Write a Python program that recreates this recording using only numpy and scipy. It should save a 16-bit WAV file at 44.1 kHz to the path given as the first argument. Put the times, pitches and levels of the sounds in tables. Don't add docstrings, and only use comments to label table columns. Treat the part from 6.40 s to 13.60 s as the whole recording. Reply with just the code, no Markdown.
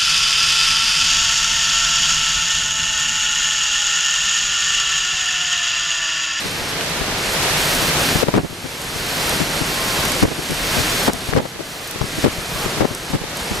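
import sys
import numpy as np
from scipy import signal
from scipy.fft import rfft, irfft, next_fast_len
from scipy.io import wavfile
from scipy.ndimage import uniform_filter1d, map_coordinates

SR = 44100
rng = np.random.default_rng(int(sys.argv[2]) if len(sys.argv) > 2 else 0)


def level_to_linear(level):
    exponent = np.asarray(level, float) / 20
    return 10 ** exponent


def output_pcm(signal):
    pcm = np.clip(np.atleast_2d(signal).T, -1, 1) * 32767
    wavfile.write(sys.argv[1], SR, np.round(pcm).astype(np.int16))


N = 317520
T = np.arange(N) / SR

# time_s, rain_db, wind_over_rain_db
STORM = [(0.0, -25.5, -9), (0.2, -27, -4.5), (0.45, -25, -5), (0.8, -25, -4.5), (1.2, -19.5, -5.5),
         (1.6, -20.5, -4.5), (2.2, -20, -4), (2.9, -19.5, -4.5), (3.25, -24.5, -4), (3.6, -22.5, -4),
         (3.8, -23.5, -4.5), (4.8, -21, -5), (5.05, -22, -4.5), (5.6, -24.5, -4.5), (5.85, -22, -5.5),
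         (6.2, -24, -2), (6.6, -30.5, -3), (7.2, -29.5, -2.5)]
# pitch_hz, density_db
RUMBLE_SPECTRUM = [(15, -34), (25, -2), (60, -4.5), (110, -4.5), (155, 0.5), (210, -5), (270, -4),
                   (400, -4.5), (560, -16.5)]
ROAR_SPECTRUM = [(300, -26), (450, -0.5), (650, 0), (1000, -2.5), (1400, -4), (2200, -20)]
RUSH_SPECTRUM = [(1000, -12), (1600, 0), (2500, -.5), (4300, -2.5), (6000, -7), (9000, -19)]
FIZZ_SPECTRUM = [(4500, -8), (7000, -1), (9500, -2.5), (12000, -3.5), (15400, -9)]
# pitch_hz, likeness_0_to_1
PORT_LIKENESS = [(30, 1), (80, 0.73), (160, 0.99), (730, 0.88), (1200, 0.69), (2000, 0.37), (3300, 0.16),
                 (6000, 0.032)]
# pitch_hz, left_over_right_db
PORT_LEAN = [(60, -1), (250, -1), (700, .6), (1300, 0), (2400, -2), (4300, -1), (8000, 0.5)]
# start_s, peak_db, left_over_right_db
CLOSE_DROPS = [(0.4973, -20, -1.0), (1.3493, -11, 0.5), (2.4164, -10, -0.5), (2.8938, -8, 5),
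               (2.9647, -23, 0.0), (3.6516, -10.5, -0.5), (3.7189, -9.5, -1.0), (4.0347, -18, -1.0),
               (4.1081, -10, 0.0), (4.142, -17, 0.0), (4.733, -3.5, -8), (4.7865, -16, -0.5),
               (5.1906, -27, 0.0), (5.4735, -14, 0.0), (5.5104, -6, -1.0), (5.9748, -17, 0.0),
               (6.5485, -10, 0.0), (6.9706, -17, 0.0), (7.0758, -23, 0.0)]
# start_s, peak_db, left_over_right_db
DULL_KNOCKS = [
    (0.41, -10, -1.0),
    (1.689, -6, -1.5),
    (4.973, -7, 3),
    (4.985, -4, 0),
]
# first_s, last_s, left_db, right_db, corner_hz
GUSTS = [(0.612, 0.627, -19.5, -40, 208.4), (1.831, 1.841, 0, -30, 315.7), (1.86, 1.872, -8.5, -28, 332),
         (1.942, 1.964, 4.5, 1, 300.5), (1.973, 1.999, 2, 1, 342), (2.029, 2.054, -13, -5, 299.6),
         (2.099, 2.127, -13.5, -30, 248.5), (2.243, 2.26, -10, -30, 330), (3.007, 3.025, -10.5, -28, 261.4),
         (3.828, 3.853, -4.5, -7, 259.8), (4.099, 4.129, -15.5, -18, 259.8),
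         (4.371, 4.409, -13.5, -28, 280.3), (4.681, 4.699, -2.5, -8.5, 519.3), (4.735, 4.76, -13, -30, 320),
         (4.927, 4.936, 1, -12, 380.3), (4.953, 4.965, 1, -6, 311.7), (4.973, 4.998, 0, -.5, 470),
         (5.02, 5.056, -9.5, -17, 334), (5.192, 5.199, -11.5, -30, 320), (5.631, 5.644, -7.5, -28, 219.7),
         (5.843, 5.869, -3.5, -9.5, 379.7), (6.376, 6.405, -21, -33, 220), (6.411, 6.45, -6, -13.5, 400),
         (6.736, 6.76, -11, -16.5, 269.6)]
# start_s, left_db, right_db, corner_hz
PUFFS = [(0.055, -24, -27, 170), (0.22, -26, -26, 170), (3.016, -6, -35, 360), (5.205, -1, -35, 360.2),
         (5.615, 0.5, -35, 260), (5.88, -1, -35, 260.2), (2.012, -2.5, -14, 230),
         (1.425, -10.5, -35, 290.3), (1.759, -9, -35, 291.2), (1.885, 2, -3, 298),
         (2.563, -7.5, -35, 262.8), (3.216, -12.5, -38, 340), (3.88, -13, -12, 400),
         (3.905, -30, -13, 320.4), (3.918, -30, -13, 439.7), (3.99, -8.5, -35, 480.7),
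         (4.893, -5.5, -23, 290), (5.158, -16, -18, 350), (5.228, -30, -14, 340.2),
         (5.562, -14, -33, 319.6), (5.785, -12, -11, 249.9), (5.988, -11, -35, 160.2),
         (6.159, -14, -35, 180.4), (6.265, -13, -35, 301), (6.513, -11, -35, 380), (6.708, -19, -35, 340),
         (6.816, -35, -18, 179.8), (6.841, -15, -35, 330), (7.115, -15, -20, 170), (7.151, -18.5, -33, 190)]
# start_s, drop_db
GAIN_DUCKS = [(1.775, 1), (1.8, -1.5), (1.821, 3.5), (1.837, 7.5), (1.89, 1), (1.952, 2), (1.985, 6),
              (2.96, 1.5), (3.025, 2), (3.84, 8), (4.686, 8), (4.703, 3.5), (4.92, 3), (4.986, 6),
              (5.62, 2.5), (5.853, 5), (6.422, 5), (6.76, 3.5)]
# from_s, to_s, share_0_to_1
WIDE_SPELLS = [(0.023, 0.064, 0.5), (0.308, 0.789, 1.0), (0.952, 1.161, 1.0), (1.503, 1.579, 1.0),
               (1.788, 1.956, 1.0), (2.148, 2.165, 0.5), (2.258, 2.305, 0.5), (2.885, 2.908, 0.5),
               (3.617, 3.651, 0.5), (3.715, 3.738, 0.5), (4.516, 4.54, 0.5), (4.905, 5.004, 1.0),
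               (5.114, 5.23, 1.0), (5.503, 5.619, 1.0), (5.834, 5.898, 1.0), (6.264, 6.298, 0.5),
               (6.339, 6.449, 1.0), (6.525, 6.571, 0.5), (6.716, 6.943, 1.0), (7.175, 7.204, 0.5)]
# from_s, to_s
BRIGHT_SPELLS = [(0.906, 0.981), (1.173, 1.89), (2.572, 2.902), (3.27, 3.663), (4.197, 4.69),
                 (5.265, 5.521), (6.101, 6.269)]

GLASS_MOVES_S, GLASS_DOWN_S, GLASS_MUFFLES_DB = 0.38, 1.15, 3
FIZZ_DB, RUMBLE_DB = -5.5, -1.2
CABIN_BOOM = 0.25
HEAVE_DB, HEAVE_S = 3.5, 0.15
WHISTLE_FROM_S, WHISTLE_TO_S, WHISTLE_EDGE_S, WHISTLE_DB = 3.27, 3.75, 0.04, -37
EDDY_GAP_S, EDDY_S = 0.0095, 0.0062
EDDY_SCATTER_DB, CORNER_SCATTER = 2.5, 0.27
RIGHT_LATE_S, RIGHT_BRIGHTER = 0.00298, 1.2
SIZZLE_DB, SIZZLE_GROWS = -21.5, 0.85


def unit(x):
    return x / np.sqrt(np.mean(x ** 2) + 1e-20)


def along(points, hz):
    f, v = np.transpose(points)
    return np.interp(np.log(hz + 1), np.log(f + 1), v, left=v[0], right=v[-1])


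def wobble(rate):
    knots = rng.standard_normal(int(N * rate / SR) + 4)
    return map_coordinates(knots, [T * rate])


def filtered(x, response):
    m = next_fast_len(N + 8192)
    return irfft(rfft(x, m) * response(np.fft.rfftfreq(m, 1 / SR)), m)[..., :N]


def during(spans, t):
    return sum((t > a) & (t < b) for a, b in spans) > 0


def noise(spectrum, patchy_db):
    z = signal.stft(rng.standard_normal((2, N)), nperseg=512)[2]
    field = uniform_filter1d(rng.standard_normal(z.shape[1:]), size=6, axis=0)
    field = uniform_filter1d(field, size=8, axis=1)
    pair = signal.istft(z * level_to_linear(patchy_db * unit(field)), nperseg=512)[1][:, :N]
    closed = [(spectrum[0][0] * .7, -120)] + spectrum + [(spectrum[-1][0] * 1.3, -120)]

    def mid_side(hz):
        turn = np.arccos(np.clip(along(PORT_LIKENESS, hz), -1, 1)) / 2
        return level_to_linear(along(closed, hz)) * [np.cos(turn), np.sin(turn)]

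    mid, side = filtered(pair, mid_side)
    ports = np.array([mid + side, mid - side])
    return unit(filtered(ports, lambda hz: level_to_linear(along(PORT_LEAN, hz) * [[.5], [-.5]])))


def bursts(s, db, length, colour, rise, jolts):
    t = np.arange(-1024, 3072) / SR
    rising = (t / (rise * length[:, None])) ** 2
    falling = (t / length[:, None]) ** 1.5
    shape = np.exp(-np.where(t < 0, rising, falling))
    chance, size, flip = np.moveaxis(rng.random(shape.shape + (3,)), -1, 0)
    hit = (chance < jolts / SR) | (t == 0)
    sign = (-1.) ** np.cumsum(hit & (flip < .72), axis=1)
    between = 0.15 * (flip - .5)
    kicks = (hit * sign * (0.41 + size) + between) * shape
    raw = irfft(rfft(kicks) * colour(np.fft.rfftfreq(len(t), 1 / SR)), len(t))
    loudness = np.sqrt(np.sum(raw ** 2, 1) / np.sum(shape ** 2, 1))
    raw *= (level_to_linear(db) / loudness)[:, None]
    at = np.round(s * SR).astype(int)[:, None] + np.arange(len(t))
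    return np.bincount(at.ravel(), raw.ravel(), N + 8192)[1024:N + 1024]


def storm():
    s, rain, wind = np.transpose(STORM)
    rain_db, wind_db = np.interp(T, s, rain), np.interp(T, s, wind)
    glass_db = np.interp(T, [GLASS_MOVES_S, GLASS_DOWN_S], [-GLASS_MUFFLES_DB, 0])
    coarse = T[::64]
    push = sum(level_to_linear(left_db / 2) * np.exp(-((coarse - start) / HEAVE_S) ** 2)
               for start, _, left_db, *_ in GUSTS)
    heave_db = np.interp(T, coarse, HEAVE_DB * np.tanh(push))
    flurry_db = 0.57 * wobble(6.6) + 0.26 * wobble(27)
    lumps_db = 0.57 * np.array([wobble(30), wobble(30)]) + [[1.], [-1.]]
    rumble_db = wind_db + RUMBLE_DB - CABIN_BOOM * glass_db + heave_db + lumps_db
    fizz_db = FIZZ_DB + glass_db + 0.42 * wobble(66) + 0.78 * wobble(400)
    rumble = level_to_linear(rumble_db) * noise(RUMBLE_SPECTRUM, patchy_db=1.0)
    roar = level_to_linear(wind_db + .5 + 0.65 * wobble(15)) * noise(ROAR_SPECTRUM, patchy_db=0.25)
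    rush = level_to_linear(0.53 + 0.053 * wobble(12)) * noise(RUSH_SPECTRUM, patchy_db=0.3)
    fizz = level_to_linear(fizz_db) * noise(FIZZ_SPECTRUM, patchy_db=0.06)
    return level_to_linear(rain_db + flurry_db) * (rumble + roar + rush + fizz)


def whistle():
    gate = np.clip(np.minimum(T - WHISTLE_FROM_S, WHISTLE_TO_S - T) / WHISTLE_EDGE_S, 0, 1)
    tone = np.sqrt(2) * np.sin(2 * np.pi * 1060 * T + 1.1 * wobble(22))
    return gate * level_to_linear(WHISTLE_DB + 2 * wobble(18)) * tone


def drops(table, hz, length, width):
    s, db, pan_db = np.transpose(table)
    colour = lambda f: np.exp(-(np.log((f + 1) / hz) / width) ** 2)
    ticks = bursts(s + .0006, db - 7.5, length + 0 * s, colour, rise=0.12, jolts=15000)
    return ticks * level_to_linear(np.interp(T, s, pan_db) * [[.5], [-.5]])


def spatter(count):
    when, size, side = rng.random((count, 3)).T
    s = np.sort(when) * (N / SR - .1)
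    storm_db = np.interp(s, *np.transpose(STORM)[:2])
    peak_db = storm_db - 0.5 - 1.4 * np.log(size + .08)
    return drops(np.transpose([s, peak_db, 4 * side - 2]), 8600, 0.0018, 0.57)


def close_rain():
    ticks = drops(CLOSE_DROPS, 7896, 0.0025, 0.92)
    knocks = drops(DULL_KNOCKS, 1700, 0.003, 1.1)
    return ticks + knocks + spatter(count=90)


def shedding():
    trains = []
    for first, last, *rest in GUSTS:
        count = round((last - first) / EDDY_GAP_S) + 1
        trains += [(s, *rest) for s in np.linspace(first, last, count)]
    return np.array(trains + PUFFS)


def eddies(s, db, corner_hz):
    late, size, long, pitch, sharp = rng.standard_normal((len(s), 5)).T
    db = db + EDDY_SCATTER_DB * size
    corner = (corner_hz * np.exp(CORNER_SCATTER * pitch))[:, None]
    sizzle_db = np.clip(SIZZLE_DB + SIZZLE_GROWS * db + 3 * sharp, -40, -8)
    sizzle = level_to_linear(sizzle_db[:, None] - 2.5) * np.sqrt(corner / 300)

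    def colour(f):
        thump = f / (f + 70) / (1 + (f / (1.06 * corner)) ** 3) ** 0.88
        edge = f ** 2 / (f ** 2 + 800 ** 2) / (1 + (f / 2000) ** 2) ** 1.38
        return thump + sizzle * edge

    length = EDDY_S * np.exp(0.22 * long)
    return bursts(s + 0.001205 * late, db - .5, length, colour, rise=0.61, jolts=1.7 * corner)


def wind_on_ports():
    s, left_db, right_db, corner_hz = shedding().T
    left = eddies(s, left_db, corner_hz)
    right = eddies(s + RIGHT_LATE_S, right_db, RIGHT_BRIGHTER * corner_hz)
    return np.array([left - 0.019 * right, right - 0.01 * left])


def scene():
    return storm() + whistle() + close_rain() + wind_on_ports()


def ducking(recover_db):
    cut, left, before = np.zeros(N), 0, 0
    for s, db in GAIN_DUCKS:
        left = max(0, left - recover_db * (s - before)) + db
        before = s
        cut = np.where(T >= s, np.maximum(0, left - recover_db * (T - s)), cut)
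    return -uniform_filter1d(cut, size=450)


def thinned(x):
    hz, t, z = signal.stft(x, SR, nperseg=2048)
    hz = hz[:, None]
    cells = rng.standard_normal((len(hz) // 14 + 1, len(t)))
    cells = unit(uniform_filter1d(cells, size=3, axis=1))
    share = sum(part * during([(a, b)], t) for a, b, part in WIDE_SPELLS)
    patches = np.repeat(cells > 1.7 - np.tan(1.5 * share) * 1.9, 14, axis=0)[:len(hz)]
    stereo = (hz < 4050) | patches & (hz < 13300 + 2000 * share)
    z = np.where(stereo, z, 1.35 * z.mean(0))
    ragged = unit(uniform_filter1d(rng.standard_normal(len(t)), size=5))
    edge_hz = np.where(during(BRIGHT_SPELLS, t), 15080 + 30 * ragged, 13350 + 100 * ragged)
    return signal.istft(z * (hz < edge_hz), SR, nperseg=2048)[1][:, :N]


def band_limit(x):
    return signal.sosfilt(signal.butter(12, 15360, fs=SR, output="sos"), x)


def record(dry):
    held = np.clip(dry * level_to_linear(ducking(recover_db=16)), -.98, .98)
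    mix = np.clip(thinned(held), -1, 1)
    return band_limit(mix)


dry = scene()
out = record(dry)
output_pcm(out)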